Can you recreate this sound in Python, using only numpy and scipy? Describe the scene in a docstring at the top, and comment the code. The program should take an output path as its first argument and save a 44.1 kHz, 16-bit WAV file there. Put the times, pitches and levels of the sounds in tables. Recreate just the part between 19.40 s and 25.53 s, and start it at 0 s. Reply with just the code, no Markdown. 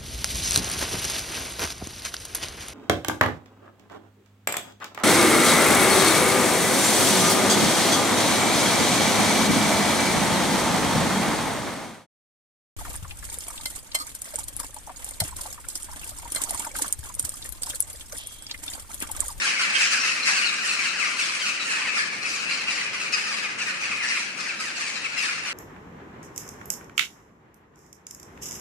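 """A flock of jackdaws wheels over rooftops, heard from the ground by a two-port camera microphone.
From the start the town hums behind a dense chatter, each call a short falling stack of overtones
smeared by house walls. Closer groups flare up and the nearest birds cut through one by one.
After a second or so light wind creeps in and thuds on the ports. The far chatter drifts off,
thinnest near four seconds, then returns a little while the close calls carry on to the end."""
import sys
import numpy as np
from scipy import signal
from scipy.fft import rfft, irfft, next_fast_len
from scipy.io import wavfile
from scipy.ndimage import uniform_filter1d, map_coordinates

SR = 44100
rng = np.random.default_rng(int(sys.argv[2]) if len(sys.argv) > 2 else 0)


def wrap_up_sound(samples):
    """Save the sound to the file named by the first command line argument, as 16-bit audio."""
    columns = np.atleast_2d(samples).T
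    # keep every value between -1 and 1, then stretch to whole-number steps
    tamed = np.clip(columns, -1, 1)
    steps = np.round(tamed * 32767).astype(np.int16)
    wavfile.write(sys.argv[1], SR, steps)


N = 270333

# Tone of a call through throat, air and microphone. Each row: frequency in Hz, gain in dB.
CALL_EQ = [(120, -70), (470, -21), (800, -18.5), (955, -19.5), (1170, -12), (1750, -4.5), (2010, -5),
           (2580, -1.5), (3470, -15.5), (4240, -7), (4940, -6.5), (8820, -11), (11000, -20.5), (12800, -32),
           (14000, -55)]
# Hum and wind lean left in the bass. Each row: frequency in Hz, left over right in dB.
RUMBLE_PAN = [(40, 8), (170, 2.5), (500, 0.5), (1500, -1)]


def amp(db):
    """Gain of a level in dB."""
    return 10 ** (np.asarray(db) / 20)


def unit(x):
    """x at rms 1."""
    return x / np.sqrt(np.mean(x ** 2) + 1e-20)


def along(points, hz):
    """Read a curve of (Hz, value) points on a log frequency axis."""
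    freqs, values = np.transpose(points)
    return np.interp(np.log(hz + 1), np.log(freqs + 1), values)


def fader(points):
    """A gain for every sample, riding through (seconds, dB) points."""
    times, db = np.transpose(points)
    return amp(np.interp(np.arange(N) / SR, times, db))


def filtered(x, response):
    """Equalise x with a gain given as a function of Hz."""
    size = next_fast_len(N + SR // 2)
    return irfft(rfft(x, size) * response(np.fft.rfftfreq(size, 1 / SR)), size)[..., :N]


def pan(points, hz):
    """Gains of the two ports from (Hz, left over right in dB) points."""
    return amp(np.outer([.5, -.5], along(points, hz)))


def town_hum():
    """Far traffic blurs into a bed of low noise, closest to mono in the upper bass."""
    # Each row: frequency in Hz, relative noise density in dB.
    spectrum = [(60, -79), (100, -36), (135, -17), (206, -8.5), (416, -12.5), (573, -11.5), (652, -16.5),
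                (800, -14), (970, -16.5), (1400, -14.5), (1950, -16), (3300, -120)]
    # Each row: time in seconds, level in dB.
    levels = [(0.0, -45.5), (1.96, -47), (2.85, -45), (4.15, -45.5), (6.13, -47.5)]
    # Each row: frequency in Hz, correlation of left and right.
    likeness = [(60, 0.23), (170, 0.82), (350, 0.64), (700, 0.52), (1400, 0.21)]

    def mid_side_eq(hz):
        width = np.arccos(np.clip(along(likeness, hz), -1, 1)) / 2
        return amp(along(spectrum, hz)) * [np.cos(width), np.sin(width)]

    mid, side = filtered(rng.standard_normal((2, N)), mid_side_eq)
    hum = filtered(np.array([mid + side, mid - side]), lambda hz: pan(RUMBLE_PAN, hz))
    return fader(levels) * hum / np.std(hum.mean(0))


def calls(rows, jitter, rasp, beak_width_hz, colour_db, rolloff_db, overtones=10):
    """Jackdaw calls: hoarse, gliding overtone stacks ring through the open beak."""
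    # Each row: start and length in seconds, first and last pitch in Hz, source level in dB,
    # beak resonance in Hz, its lift in dB, left over right in dB.
    start, length, hz0, hz1, db, beak_hz, lift_db, pan_db = np.transpose(rows)[:, :, None]
    n = np.arange(int(length.max() * SR) + 1)
    progress = np.clip(n / SR / length, 0, 1)
    noise = rng.standard_normal((2, len(start), len(n)), np.float32)
    pitch_flutter, level_flutter = uniform_filter1d(noise, size=40, axis=2) * np.sqrt(40)
    glide = hz0 + (hz1 - hz0) * progress ** 2 * (3 - 2 * progress)
    pitch = glide * (1 + jitter * pitch_flutter)
    fundamental = np.exp(2j * np.pi * np.cumsum(pitch, 1) / SR).astype(np.complex64)
    colour = amp(colour_db * rng.standard_normal((len(start), overtones))
                 - rolloff_db * np.arange(overtones))
    overtone, voice = np.ones_like(fundamental), 0
    for k in range(1, overtones + 1):
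        overtone = overtone * fundamental
        # the beak lifts whichever overtone glides through its resonance
        beak = 1 + (amp(lift_db) - 1) / (1 + ((k * pitch - beak_hz) / beak_width_hz) ** 2)
        voice = voice + colour[:, k - 1:k] * beak * overtone.imag
    envelope = np.clip(n / SR / 0.0085, 0, 1) * (1 - progress ** 4.6)  # sharp attack, fading end
    voice = voice * envelope * amp(db) * (1 + rasp * level_flutter)
    ports = []
    for side in (.5, -.5):
        # a bird to one side is louder and earlier at that port
        at = np.round(start * SR - side * 3 * pan_db).astype(int) + n + SR
        panned = voice * amp(side * pan_db)
        ports.append(np.bincount(at.ravel(), panned.ravel(), N + 2 * SR)[SR:N + SR])
    return np.array(ports)


def wall_echoes(x, hop=4096):
    """Houses scatter the calls; the birds move, so each moment and port gets its own tail."""
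    # Each row: frequency in Hz, seconds to die away by 60 dB.
    decay_times = [(800, 0.73), (3000, 0.9), (10000, 0.33)]
    starts = np.arange(0, N, hop)
    padded = np.pad(x, ((0, 0), (hop, 2 * hop)))
    grains = padded[:, starts[:, None] + np.arange(2 * hop)] * np.hanning(2 * hop)
    hz, t, noise = signal.stft(rng.standard_normal((2, len(starts), SR // 3)), SR, nperseg=256)
    decay = amp(-60 * t / along(decay_times, hz)[:, None])
    tails = signal.istft(noise * decay, SR, nperseg=256)[1]
    echoes = signal.fftconvolve(grains, tails / np.linalg.norm(tails[0, 0]), axes=2)
    at = starts[:, None] + np.arange(echoes.shape[2]) + 300  # 7 ms pre-delay: the nearest wall
    return np.array([np.bincount(at.ravel(), port.ravel())[hop:N + hop] for port in echoes])


def chatter_swells():
    """Body and treble gains: closer groups flare over the far birds, losing less treble to the air."""
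    # The far birds, drifting off. Each row: time in seconds, level in dB.
    far_levels = [(0, -29.5), (1.2, -29), (2.2, -33), (2.8, -34.5), (4.15, -40.5), (5.2, -36), (6.13, -34)]
    # Each row: start, swell and hold in seconds, body level in dB, treble over body in dB.
    outbursts = [(-.05, 0.037, 0.1, -26, -1), (.16, 0.04, 0.039, -22.5, -6),
                 (.32, 0.088, 0.038, -23.5, 0.5), (.5, 0.023, 0.038, -25.5, -0.5),
                 (.61, 0.045, 0.045, -26, -2), (.84, 0.03, 0.14, -25.5, 1),
                 (1.19, 0.066, 0.092, -31.5, 3.5), (1.4, 0.022, 0.052, -28, -3),
                 (1.575, 0.029, 0.037, -27, -3.5), (1.72, 0.096, 0.13, -29.5, 1.5),
                 (1.98, 0.062, 0.032, -26, -2), (2.19, 0.086, 0.22, -27.5, -3),
                 (2.53, 0.043, 0.024, -31.5, 1.5), (2.8, 0.097, 0.066, -32.5, 1.5),
                 (2.95, 0.077, 0.11, -30.5, -11), (3.07, 0.038, 0.13, -31.5, -3.5),
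                 (3.25, 0.07, 0.094, -29, -3), (3.52, 0.022, 0.11, -30.5, -3),
                 (3.715, 0.015, 0.16, -29, -1), (3.85, 0.087, 0.14, -30.5, -2.5),
                 (4.175, 0.025, 0.11, -29, -3.5), (4.39, 0.024, 0.3, -30, -3.5),
                 (4.61, 0.067, 0.14, -32, 0), (4.95, 0.058, 0.096, -34, -1.5),
                 (5.18, 0.025, 0.041, -35.5, 2.5), (5.35, 0.023, 0.33, -35.5, 2.5),
                 (5.75, 0.063, 0.077, -30.5, -0.5), (6.02, 0.069, 0.046, -29, -8)]
    release_db_per_s, treble_fade_db_per_s, far_treble_db = 108, 32.5, -6
    steps = np.arange(0, N, 64)
    start, swell, hold, db, treble_db = np.transpose(outbursts)[:, :, None]
    age = steps / SR - start
    released = np.maximum(age - swell - hold, 0)
    body = np.clip(age / swell, 0, 1) * amp(db - release_db_per_s * released)
    treble = body * amp(treble_db - treble_fade_db_per_s * np.maximum(age - swell, 0))
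    far = fader(far_levels)[steps]
    body_power = far ** 2 + (body ** 2).sum(0)
    treble_power = (far * amp(far_treble_db)) ** 2 + (treble ** 2).sum(0)
    return [np.interp(np.arange(N), steps, np.sqrt(power)) for power in (body_power, treble_power)]


def flock(count=1000, crossover_hz=3400):
    """Hundreds of calls at chance moments, pitches and distances merge into a surging chatter."""
    # Each row: frequency in Hz, left over right in dB.
    flock_pan = [(1000, -0.5), (2500, 3.5), (5000, 2), (10000, -0.5)]
    timing, duration, sag, beak = rng.random((count, 4)).T
    pitch, level, lift, side = rng.standard_normal((count, 4)).T
    start = (np.arange(count) + 8 * timing) / count * (N / SR + .1) - .12  # never a pause
    hz0 = 1300 * np.exp(.21 * pitch)
    hz1 = hz0 * (1 - .11 - .14 * sag ** 2)  # a fall of 11 to 25 %, mostly small
    rows = np.transpose([start, .028 + .03 * duration, hz0, hz1, 1.38 * level,
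                         1800 + 4500 * beak, 4.7 + 1.4 * lift, 2.5 * side])
    raw = calls(rows, jitter=0.014, rasp=0.6, beak_width_hz=450., colour_db=3.0, rolloff_db=0.37)
    voiced = filtered(raw, lambda hz: amp(along(CALL_EQ, hz)) * pan(flock_pan, hz))
    body_gain, treble_gain = chatter_swells()
    body = filtered(voiced, lambda hz: 1 / (1 + (hz / crossover_hz) ** 8))
    direct = body_gain * unit(body) + treble_gain * unit(voiced - body)
    return unit(direct + amp(-3) * wall_echoes(direct)) * np.std(direct)  # wetter, no louder


def near_birds():
    """Foreground calls a listener can point at: close, so the houses add less echo."""
    # Each row: start and length in seconds, first and last pitch in Hz, source level in dB,
    # beak resonance in multiples of the mean pitch, left over right in dB.
    cues = [(0.049, 0.068, 1300, 1053, -29.5, 5, 1), (0.061, 0.032, 903, 767, -41, 1, 2.5),
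            (0.345, 0.034, 1616, 1534, -27, 2, -5), (0.397, 0.028, 912, 830, -34, 2, 2.5),
            (0.403, 0.029, 1424, 1336, -30, 2, 3.5), (0.43, .03, 1278, 1223, -30, 4, 4),
            (0.519, 0.03, 1200, 1135, -33, 4, 12), (.525, 0.051, 1255, 1164, -37.5, 2, 2),
            (0.628, 0.032, 1350, 1256, -35, 2, 4.5), (0.672, .035, 1410, 1300, -35.5, 2, 5),
            (0.605, 0.033, 1500, 1350, -33, 4, 5.5), (0.822, 0.035, 1400, 1320, -34.5, 3, 7.5),
            (0.868, 0.072, 1100, 782, -33, 2, 2.5), (0.868, 0.032, 1329, 1253, -36, 2, 11.5),
            (0.926, 0.027, 1400, 1287, -34.5, 2, 4.5), (0.963, 0.039, 1346, 1235, -39, 2, 5),
            (1.02, 0.039, 1438, 1370, -34.5, 2, 4.5), (1.047, 0.036, 1517, 1331, -29.5, 3, 9.5),
            (1.061, 0.054, 1360, 1235, -33.5, 3, 6.5), (1.094, 0.061, 877, 606, -43.5, 2, 7.5),
            (1.284, 0.041, 1359, 1260, -37.5, 2, 9.5), (1.443, 0.065, 833, 660, -47, 2, -7.5),
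            (1.48, 0.031, 1316, 1250, -34.5, 3, 7), (1.578, 0.089, 1455, 850, -35.5, 1.75, 12),
            (1.638, 0.037, 957, 893, -38, 4, 12), (1.786, 0.047, 1342, 1054, -35.5, 2, 5),
            (1.82, 0.03, 1822, 1570, -29.5, 2, 3.5), (2.01, 0.034, 1570, 1504, -34.5, 2, 4),
            (2.05, 0.039, 1470, 1092, -37, 2, -0.5), (2.192, 0.067, 1333, 1260, -36, 3, 4),
            (2.194, 0.063, 1312, 990, -44, 1, 0), (2.395, 0.04, 907, 790, -56, 1, 1),
            (2.542, 0.079, 1240, 1059, -34, 2, 3), (2.564, 0.038, 1458, 1054, -38, 1, 0),
            (2.58, 0.018, 1192, 1210, -31.5, 4, 6.5), (2.595, 0.032, 1610, 1765, -34, 1, 5.5),
            (2.817, 0.025, 1440, 1410, -37, 3, 5.5), (2.856, 0.1, 1276, 1163, -40, 4, 5.5),
            (2.839, 0.059, 1329, 1040, -39.5, 2, 5), (2.961, 0.064, 1566, 1434, -44, 2, -0.5),
            (3.085, 0.066, 1350, 1425, -38.5, 3, 4), (3.105, 0.028, 1450, 1148, -35.5, 2, 0.5),
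            (3.265, 0.046, 1490, 1153, -37, 2, 2.5), (3.3, 0.029, 1425, 1190, -47, 2, 1),
            (3.322, .1, 984, 819, -43.5, 2, 5), (3.723, 0.0396, 1277, 1219, -26.5, 4, 6.5),
            (3.724, 0.0374, 1285, 1242, -36, 2, 6.5), (3.751, 0.051, 974, 775, -38, 2, -3.5),
            (3.777, 0.027, 1070, 1040, -41, 2, 6), (4.189, 0.056, 1500, 1135, -37, 2, 1),
            (4.208, 0.046, 1480, 1424, -39, 4, 11), (4.419, 0.038, 1264, 970, -40, 2, -1.5),
            (4.456, 0.057, 920, 658, -41.5, 2, 1.5), (4.541, 0.032, 1327, 1280, -43, 3, 2),
            (4.621, 0.039, 1448, 1295, -42, 2, 2.5), (4.622, 0.03, 1480, 1332, -39, 4, 2),
            (4.669, 0.051, 1394, 1280, -34, 4, 2), (4.677, 0.033, 1375, 1300, -51, 2, 2.5),
            (4.685, 0.037, 1210, 1163, -39, 4, 2.5), (4.699, 0.03, 1068, 970, -38, 2, 2),
            (4.715, 0.037, 1165, 1220, -43, 2, -2), (4.73, 0.055, 1256, 1210, -44, 4, 2.5),
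            (4.74, 0.031, 1237, 1190, -39, 2, 4), (4.764, .025, 1130, 1020, -37, 2, 1),
            (4.786, 0.015, 1295, 1260, -48, 2, 1), (4.981, 0.046, 1378, 960, -41.5, 1, 7),
            (5.088, 0.045, 1330, 1036, -43, 2, 0), (5.175, 0.099, 1292, 1200, -46, 4, 10),
            (5.19, 0.05, 1294, 1246, -40.5, 1, 1.5), (5.229, 0.095, 997, 735, -43, 2, 1),
            (5.35, 0.027, 1413, 1355, -43, 4, -5), (5.369, 0.021, 1490, 1550, -39, 4, 2),
            (5.372, 0.03, 842, 565, -40.5, 2, 1), (5.404, 0.027, 1050, 897, -41, 2, 3.5),
            (5.409, 0.027, 953, 813, -34, 5, 6), (5.552, 0.038, 1390, 1250, -36.5, 3, 8),
            (5.642, 0.035, 1389, 1048, -36, 2, 7), (5.762, 0.028, 1086, 940, -40.5, 2, 7.5),
            (5.772, 0.031, 1412, 1263, -41, 2, 4.5), (5.816, 0.04, 944, 876, -41, 2, 1.5),
            (5.82, 0.054, 1403, 1256, -42, 2, 4.5), (5.77, 0.041, 1343, 1222, -34.5, 4, 8),
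            (5.786, 0.05, 1430, 1267, -40.5, 2, 11), (5.841, 0.031, 1292, 1192, -32, 3, 4.5),
            (5.9, 0.028, 1250, 1210, -50, 2, 5.5)]
    start, length, hz0, hz1, db, overtone, pan_db = np.transpose(cues)
    beak_hz = overtone * (hz0 + hz1) / 2
    lift_db = 17 - .9 * overtone  # a higher overtone is lifted less
    rows = np.transpose([start, length, hz0, hz1, db, beak_hz, lift_db, pan_db])
    direct = calls(rows, jitter=.012, rasp=.6, beak_width_hz=600., colour_db=1.5, rolloff_db=1.3)
    with_echoes = direct + amp(-5.5) * wall_echoes(direct)
    return filtered(with_echoes, lambda hz: amp(along(CALL_EQ, hz)))


def wind(thud_half_width_s=0.052, lumps_per_s=9):
    """A light breeze buffets the ports and gusts land as soft thuds, more on the left."""
    # Each row: frequency in Hz, relative noise density in dB.
    spectrum = [(20, -20), (45, -24), (100, -4), (140, 2), (300, -90)]
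    # Each row: time in seconds, level in dB.
    breeze = [(0, -95), (0.7, -75), (2.9, -63.5), (6.13, -64)]
    # Each row: time of the crest in seconds, its level in dB.
    thuds = [(1.16, -77), (2.45, -65), (2.95, -77), (3.52, -66), (4.17, -75), (4.57, -84), (4.97, -70),
             (5.6, -67)]
    shared, *per_port = rng.standard_normal((3, N))
    noise = shared + 0.78 * np.array(per_port)
    rumble = filtered(noise, lambda hz: amp(along(spectrum, hz)) * pan(RUMBLE_PAN, hz))
    lumps = amp(3.1 * map_coordinates(rng.standard_normal(60), [np.arange(N) * lumps_per_s / SR]))
    crest, db = np.transpose(thuds)[:, :, None]
    gusts = (amp(db) * np.exp(-((np.arange(N) / SR - crest) / thud_half_width_s) ** 2)).sum(0)
    return (fader(breeze) + gusts) * unit(lumps * rumble)


def scene():
    """Near birds in front, the flock behind, town and wind underneath."""
    return near_birds() + flock() + town_hum() + wind()


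def record(dry, top_hz=14400):
    """The camera keeps nothing above its band limit."""
    return filtered(dry, lambda hz: hz < top_hz)


dry = scene()
out = record(dry)
wrap_up_sound(out)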